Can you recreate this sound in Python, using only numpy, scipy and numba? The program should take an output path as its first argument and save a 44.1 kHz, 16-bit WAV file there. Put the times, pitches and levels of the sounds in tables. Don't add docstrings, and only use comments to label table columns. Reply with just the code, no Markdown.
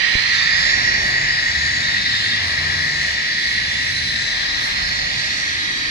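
import sys
import numpy as np
from scipy import signal
from scipy.fft import rfft, irfft, next_fast_len
from scipy.io import wavfile
from scipy.ndimage import uniform_filter1d, map_coordinates
from numba import njit

SR = 44100
rng = np.random.default_rng(int(sys.argv[2]) if len(sys.argv) > 2 else 0)


def put_to_file(sound):
    columns = np.atleast_2d(sound).T
    safe = np.clip(columns, -1, 1)
    whole_steps = np.round(safe * 32767)
    wavfile.write(sys.argv[1], SR, whole_steps.astype(np.int16))


N = 260190

T = np.arange(N) / SR
SIZE = next_fast_len(N)
HZ = np.maximum(np.arange(SIZE // 2 + 1) * SR / SIZE, 1)
PORT_SIDE = np.array([[.5], [-.5]])


def undb(db):
    return 10 ** (np.asarray(db) / 20)


def unit(x):
    return x / np.sqrt(np.mean(x ** 2))


def heard(pair):
    return pair / np.sqrt(np.mean(pair.mean(axis=0) ** 2))


def curves(table):
    s, *columns = np.transpose(table)
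    return [np.interp(T, s, column) for column in columns]


def walk(rate):
    k = int(SR / rate)
    steps = np.repeat(rng.standard_normal(N // k + 1), k)
    slewed = uniform_filter1d(uniform_filter1d(steps, k), k)
    return 1.3 * slewed[:N]


def fade(start, end, fade_s):
    return np.clip(np.minimum(T - start, end - T) / fade_s + .5, 0, 1)


def colour(x, table):
    hz, *dbs = np.transpose(table)
    edge = np.log(np.r_[hz[0] / 2, hz, hz[-1] * 2])
    gains = [undb(np.interp(np.log(HZ), edge, np.r_[db[0] - 40, db, db[-1] - 40])) for db in dbs]
    return irfft(rfft(x, SIZE) * np.array(gains), SIZE)[:, :N]


def restless(lo_hz, hi_hz, count, slow_db, quick_db, quick_rate):
    spectrum, out = rfft(rng.standard_normal(SIZE)), 0
    centres = np.linspace(np.log(lo_hz), np.log(hi_hz), count)
    for k in range(count):
        share = np.interp(np.log(HZ), centres, np.arange(count) == k)
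        band = irfft(spectrum * share, SIZE)[:N]
        out = out + band * undb(slow_db * walk(2.364) + quick_db * walk(quick_rate))
    return out


def narrow(hz, width_hz, order=1):
    slow = rng.standard_normal(N) + 1j * rng.standard_normal(N)
    for _ in range(order):
        slow = signal.lfilter([1], [1, -np.exp(-np.pi * width_hz / SR)], slow)
    carrier = np.exp(2j * np.pi * np.cumsum(hz) / SR)
    return unit((slow * carrier).real)


def late(x, ms):
    return map_coordinates(x, [np.arange(N) - ms * SR / 1000], order=3, mode="mirror")


# f/Hz, relative level in phase at both ports/dB, relative level in opposite phase/dB
YARD_SPECTRUM = [(24.9, -3.5, -33), (50, -1, -31), (105, 1, -17.5), (152, -1, -17), (303, -7.5, -19.5),
                 (390, -12.5, -18), (558, -16, -10.5), (587, -10, -6), (880, -16, -10.5), (1320, -13, -10),
                 (1490, -49, -11.5), (2144, -33, -11.5)]
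# t/s, in-phase rumble level/dB, opposite-phase low-mid level/dB
LOW_LEVELS = [(0, -39.5, -27), (.5, -35.5, -30), (1, -35, -33), (1.7, -36, -33), (2.5, -35.5, -35),
              (3.2, -38, -34), (4, -36.5, -34.5), (4.7, -35, -34.5), (5.3, -36.5, -37), (5.9, -35.5, -37)]
# f/Hz, left gain/dB, right gain/dB
LOW_PORTS = [(20, -0.5, -1), (407, 0, 0.5), (660, -1, -5), (896, 2.5, -2.5), (1220, -2, -1.5),
             (3000, -7, 23.5)]


def yard():
    noise = [restless(19.0, 2550, count=8, slow_db=1.73, quick_db=2.5, quick_rate=4.04) for _ in range(2)]
    shaped = colour(np.array(noise), YARD_SPECTRUM)
    mid, side = [unit(x) for x in shaped] * undb(curves(LOW_LEVELS))
    return colour(np.array([mid + side, mid - side]), LOW_PORTS)


# start t/s, end t/s, start f/Hz, end f/Hz, mean level/dB
ENGINES = [(0.48, 1.3, 45.7, 42.7, -42), (0.805, 1.355, 131.3, 145.9, -42), (0.909, 1.15, 66, 65, -41.5),
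           (0.997, 2.12, 298.8, 298, -52), (1.447, 1.845, 72.5, 78, -37.5),
           (1.747, 2.097, 126.4, 128.4, -44), (2.091, 2.546, 108, 106.3, -39.5),
           (2.389, 2.851, 86.75, 86.3, -36), (2.555, 3.14, 148, 150, -41.5), (2.95, 3.213, 71.7, 70, -39.5),
           (3.452, 3.68, 63, 61.2, -39.5), (4.3, 5.2, 50, 50, -44), (4.757, 5.25, 165, 158.8, -44.5)]
DRONE_WIDTH_HZ, DRONE_ROUGH_DB = 7, -17


def drones():
    out = 0
    for start, end, hz0, hz1, db in ENGINES:
        hz = np.interp(T, [start, end], [hz0, hz1]) * (1 + .008 * walk(6))
        phase = np.cumsum(hz) / SR + rng.random()
        firing = np.sqrt(2) * np.sin(2 * np.pi * phase)
        rough = undb(DRONE_ROUGH_DB) * narrow(hz, DRONE_WIDTH_HZ, order=2)
        out = out + undb(db + 1.2 * walk(10)) * fade(start, end, 0.1) * unit(firing + rough)
    return out


# start t/s, end t/s, start f/Hz, end f/Hz, pole width/Hz, level/dB
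BRAKES = [(1.47, 1.53, 7050, 7050, 300, -43), (1.74, 1.79, 7100, 7050, 300, -45),
          (2.1, 2.32, 7060, 7020, 200, -42), (1.82, 1.97, 3715, 3710, 45, -31),
          (1.98, 2.08, 3708, 3704, 45, -27), (2.1, 2.19, 3702, 3700, 45, -27.5),
          (2.21, 2.35, 3698, 3694, 45, -28.5)]
SQUEAL_RUB_DB, SQUEAL_FADE_S = -3, .035


def squeals():
    out = 0
    for start, end, hz0, hz1, width_hz, db in BRAKES:
        hz = np.interp(T, [start, end], [hz0, hz1])
        wavering_hz = hz + .3 * width_hz * walk(40)
        whistle = np.sqrt(2) * np.sin(2 * np.pi * np.cumsum(wavering_hz) / SR)
        halo = undb(SQUEAL_RUB_DB) * narrow(hz, width_hz, order=2)
        fade_s = min(SQUEAL_FADE_S, (end - start) / 2)
        out = out + undb(db) * fade(start, end, fade_s) * unit(whistle + halo)
    return np.array([late(out, .04), undb(1.5) * out])


TAP_S, TAP_DB = .1539, -12
TAP_RISE_S, TAP_FALL_S = .0009, .003
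NAIL_DB, NAIL_S = -8, .00015


def tap():
    t = T - TAP_S
    push = np.exp(-np.abs(t) / np.where(t < 0, TAP_RISE_S, TAP_FALL_S))
    nail = undb(NAIL_DB) * np.exp(-np.abs(t) / NAIL_S)
    return undb(TAP_DB + np.array([[1.], [-1.]])) * (push + nail)


# t/s, right port delay after left/ms, hand echo delay after left/ms,
# hand echo level before echo loss/dB
HAND_PATHS = [(0, .51, 1.54, -8), (.5, .46, 1.30, -8), (.75, .44, 1.17, -9), (1.05, .435, 1.10, -10),
              (1.4, .45, .98, -10), (1.8, .45, .95, -11), (2.3, .46, .96, -11), (3.3, .46, .97, -9),
              (4.4, .485, .98, -7), (4.8, .44, .92, -7), (5.2, .42, .90, -8), (5.65, .37, .86, -9),
              (5.9, .36, .85, -9)]
NEARBY_SHARES = [(.33, .31), (.5, .52), (.74, .62), (1.45, .88), (1.9, 1.6), (2.3, 2.1)]
NEARBY_DB, NEARBY_SWAY_MS = -15, .08
FLOOR_MS, FLOOR_MS_PER_S, HALT_S = 6.88, -.455, 4.4
FLOOR_DB, FLOOR_DB_PER_S = -13, 1.5


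def ports(x, echo_loss_db, lead_ms=0):
    right_ms, hand_ms, hand_db = curves(HAND_PATHS)
    moving_s = np.minimum(T, HALT_S)
    floor_ms = FLOOR_MS + FLOOR_MS_PER_S * moving_s
    floor_db = FLOOR_DB + FLOOR_DB_PER_S * moving_s
    left = x + undb(floor_db - echo_loss_db) * late(x, floor_ms)
    hand = undb(hand_db - echo_loss_db) * late(x, hand_ms)
    out = np.array([left, late(left, right_ms - lead_ms) + hand])
    for shares in NEARBY_SHARES:
        for port, share in enumerate(shares):
            ms = share * floor_ms + NEARBY_SWAY_MS * walk(1.364)
            out[port] += undb(NEARBY_DB - echo_loss_db) * np.interp(T - ms / 1000, T, x)
    return np.array([unit(port) for port in out])


# f/Hz, left relative level/dB, right relative level/dB
HIGH_SPECTRUM = [(6500, -8.5, -6), (7330, 6, 6), (7770, 4.5, -5), (8200, -1.5, -13), (8550, 0.5, -2),
                 (9450, 1.5, -11), (10600, -5, -23.5), (12700, -10.5, -16), (13000, -18.5, -22),
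                 (15000, -16, -30)]
# t/s, rise in level/dB
HIGH_SWELLS = [(1.08, 3.5), (2.2, 1.5), (4.65, 3.5)]
SWELL_S = 0.084
HIGH_DB, HIGH_DB_PER_S = -51, .5


def high_hiss():
    swells_db = sum(db * np.exp(-((T - s) / SWELL_S) ** 2) for s, db in HIGH_SWELLS)
    noise = np.array([restless(8060, 12600, count=7, slow_db=-1.5, quick_db=2.0, quick_rate=16)
                      for _ in range(2)])
    noise = noise * undb(1.2 * walk(16))
    return heard(colour(noise, HIGH_SPECTRUM)) * undb(HIGH_DB + HIGH_DB_PER_S * T + swells_db)


MODE_DRIFT = .003
NOTE_HZ, NOTE_WIDTH_HZ = 1885, 115
NOTE_LEAD_MS, NOTE_SEPARATE_DB = .028, -14


def chamber_note():
    hz = NOTE_HZ * (1 + MODE_DRIFT * walk(4))
    note = ports(narrow(hz, NOTE_WIDTH_HZ), 21.0, NOTE_LEAD_MS)
    separate = np.array([narrow(hz, NOTE_WIDTH_HZ) for _ in range(2)])
    note = note + undb(NOTE_SEPARATE_DB) * separate
    note = signal.sosfilt(signal.butter(4, [1620, 2500], "band", fs=SR, output="sos"), note)
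    return heard(note)


# t/s, second mode f/Hz, second mode level/dB, left minus right level of both modes/dB,
# third mode level/dB
UPPER_MODES = [(0, 3940, -42, -5, -43), (.3, 4190, -36, -9, -45), (.6, 4050, -54, 3, -27),
               (1, 4000, -33.5, 1, -33), (1.4, 3950, -33, 5, -31), (2.2, 3963, -35.5, 9, -41),
               (2.9, 4050, -39, 8, -39), (3.5, 4040, -43, 10, -36), (4, 3995, -29.5, -10, -43),
               (4.6, 4090, -32.5, 10, -52), (5, 4250, -32.5, -2, -51), (5.2, 4150, -42, 0, -34),
               (5.45, 4054, -45, 8, -59), (5.65, 3880, -33, -11, -44), (5.9, 3950, -32.5, -5, -33)]
SECOND_WIDTH_HZ, SECOND_LAG_MS = 200, .485
THIRD_HZ, THIRD_WIDTH_HZ, THIRD_LAG_MS = 4620, 150, .49


def chamber_overtones():
    second_hz, second_db, pan_db, third_db = curves(UPPER_MODES)
    second = narrow(second_hz, SECOND_WIDTH_HZ, order=2)
    third = narrow(THIRD_HZ * (1 + MODE_DRIFT * walk(2)), THIRD_WIDTH_HZ, order=2)
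    second = undb(second_db) * np.array([second, late(second, SECOND_LAG_MS)])
    third = undb(third_db) * np.array([third, late(third, THIRD_LAG_MS)])
    return (second + third) * undb(PORT_SIDE * pan_db)


@njit
def svf(x, hz, width_hz):
    y, b, l = np.empty(len(x)), 0., 0.
    for i in range(len(x)):
        g, k = np.tan(np.pi * hz[i] / SR), width_hz / hz[i]
        v = (b + g * (x[i] - l)) / (1 + g * (g + k))
        b, l, y[i] = 2 * v - b, l + 2 * g * v, k * v
    return y


# t/s, first f/Hz, first gain/dB, second f/Hz, second gain/dB
SLIDING_BANDS = [(0, 3900, 2.5, 5300, -3), (.3, 4350, 8, 5560, 0), (.5, 4750, 4.5, 3620, -2.5),
                 (.75, 5600, 3.5, 3150, -9), (1, 5860, 6.5, 3100, -5), (1.3, 5800, -4, 3000, -2),
                 (2, 4560, 2.5, 2430, -15), (2.9, 4650, 2.5, 2460, -5), (3.9, 4400, 1, 3080, -4.5),
                 (4.6, 5600, 4, 3400, 3), (4.95, 5100, 5.5, 3270, -4), (5.2, 4700, 3, 3550, 5),
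                 (5.45, 5940, 3.5, 3380, 6), (5.7, 4650, -2.5, 3400, 2), (5.9, 4700, 1, 3400, 2)]
FIRST_BAND_HZ, SECOND_BAND_HZ = 700., 600.


def slide_bands(x):
    first_hz, first_db, second_hz, second_db = curves(SLIDING_BANDS)
    x = x + (undb(first_db) - 1) * svf(x, first_hz, FIRST_BAND_HZ)
    return x + (undb(second_db) - 1) * svf(x, second_hz, SECOND_BAND_HZ)


# f/Hz, phase shift/rad
HISS_PHASE = [(2100, 0), (2600, -.9), (3000, 0), (3400, -1.1), (3900, -.4), (4300, -.7), (4700, -2.6),
              (5000, -4.4), (5500, -5.3), (6200, -6), (7000, -6.28)]


def shift_phase(x):
    shift = np.interp(HZ, *np.transpose(HISS_PHASE))
    return irfft(rfft(x, SIZE) * np.exp(1j * shift), SIZE)[:N]


# f/Hz, left relative level/dB, right relative level/dB
HISS_SPECTRUM = [(1220, -18.5, -9), (1516, -9, -14), (1710, 4.5, -7), (2110, -14, 5), (2200, -2.5, -0.5),
                 (2390, -0.5, 1), (2740, -3.5, -6.5), (3150, -10, -0.5), (3370, -2.5, -0.5),
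                 (4050, -1.5, -1), (4400, -4.5, -2), (4750, -5.5, -2), (5100, -10, -4.5), (5650, -10, -4.5),
                 (6060, -12, -10.5), (6400, -21, -11.5), (6820, -14.5, -10), (8030, -27, -33)]
# f/Hz, left/dB, right/dB
SEPARATE_SPECTRUM = [(1000, 0, 0), (2000, -2, -2), (2500, -6, -6), (3000, 3, 3), (3500, 2, 2), (4500, 7, 7),
                     (5500, 5, 5), (6200, 3, 3), (7000, 0, 0), (9000, 0, 0)]
SEPARATE_DB, SEPARATE_DB_PER_S = -10, 1.3


def jet_hiss(treble_db):
    jet = restless(1530, 6960, count=11, slow_db=1.5, quick_db=1.8, quick_rate=12)
    left, right = ports(unit(jet), 0)
    shared = np.array([left, shift_phase(right)])
    separate = np.array([ports(rng.standard_normal(N), 0)[port] for port in range(2)])
    separate = undb(SEPARATE_DB + SEPARATE_DB_PER_S * T) * colour(separate, SEPARATE_SPECTRUM)
    left, right = colour(shared + separate, HISS_SPECTRUM)
    treble = signal.sosfiltfilt(signal.butter(3, 5100, "high", fs=SR, output="sos"), right)
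    right = right + (undb(treble_db) - 1) * treble
    return heard(np.array([left, slide_bands(right)]))


# t/s, chamber note level/dB, jet hiss level/dB, note left minus right level/dB,
# hiss left minus right level/dB, gain of the hiss treble at the right port/dB
LANCE_LEVELS = [(0, -25.5, -22.5, -6, -5.5, -8), (.3, -21.5, -22, -0.5, 1.5, -0.5),
                (.65, -20, -21, -8.5, 1.5, 1.5), (.9, -20.5, -24.5, -2.5, 4, 2.5),
                (1.3, -21, -26, -1, 8.5, 8), (1.7, -22.5, -25, 0, 7, 6.5), (2.2, -24.5, -22.5, 2, 0.5, -9),
                (2.85, -23, -26, 1, 4.5, 2), (3.4, -25.5, -24.5, 2, -0.5, -5),
                (4.3, -28.5, -25.5, 6, 3.5, -3.5), (4.9, -29, -27, 3, 0, -1.5),
                (5.35, -27, -28.5, 0, 4.5, 5), (5.9, -28.5, -29, 6, -1.5, 0.5)]


def lance():
    note_db, hiss_db, note_pan, hiss_pan, treble_db = curves(LANCE_LEVELS)
    note = chamber_note() * undb(note_db + PORT_SIDE * note_pan)
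    hiss = jet_hiss(treble_db) * undb(hiss_db + PORT_SIDE * hiss_pan)
    return high_hiss() + note + chamber_overtones() + hiss


def scene():
    return yard() + drones() + squeals() + tap() + lance()


def record(dry):
    dry = signal.sosfilt(signal.butter(1, 18, "high", fs=SR, output="sos"), dry)
    return signal.sosfilt(signal.ellip(14, .2, 90, 15040, fs=SR, output="sos"), dry)


dry = scene()
out = record(dry)
put_to_file(out)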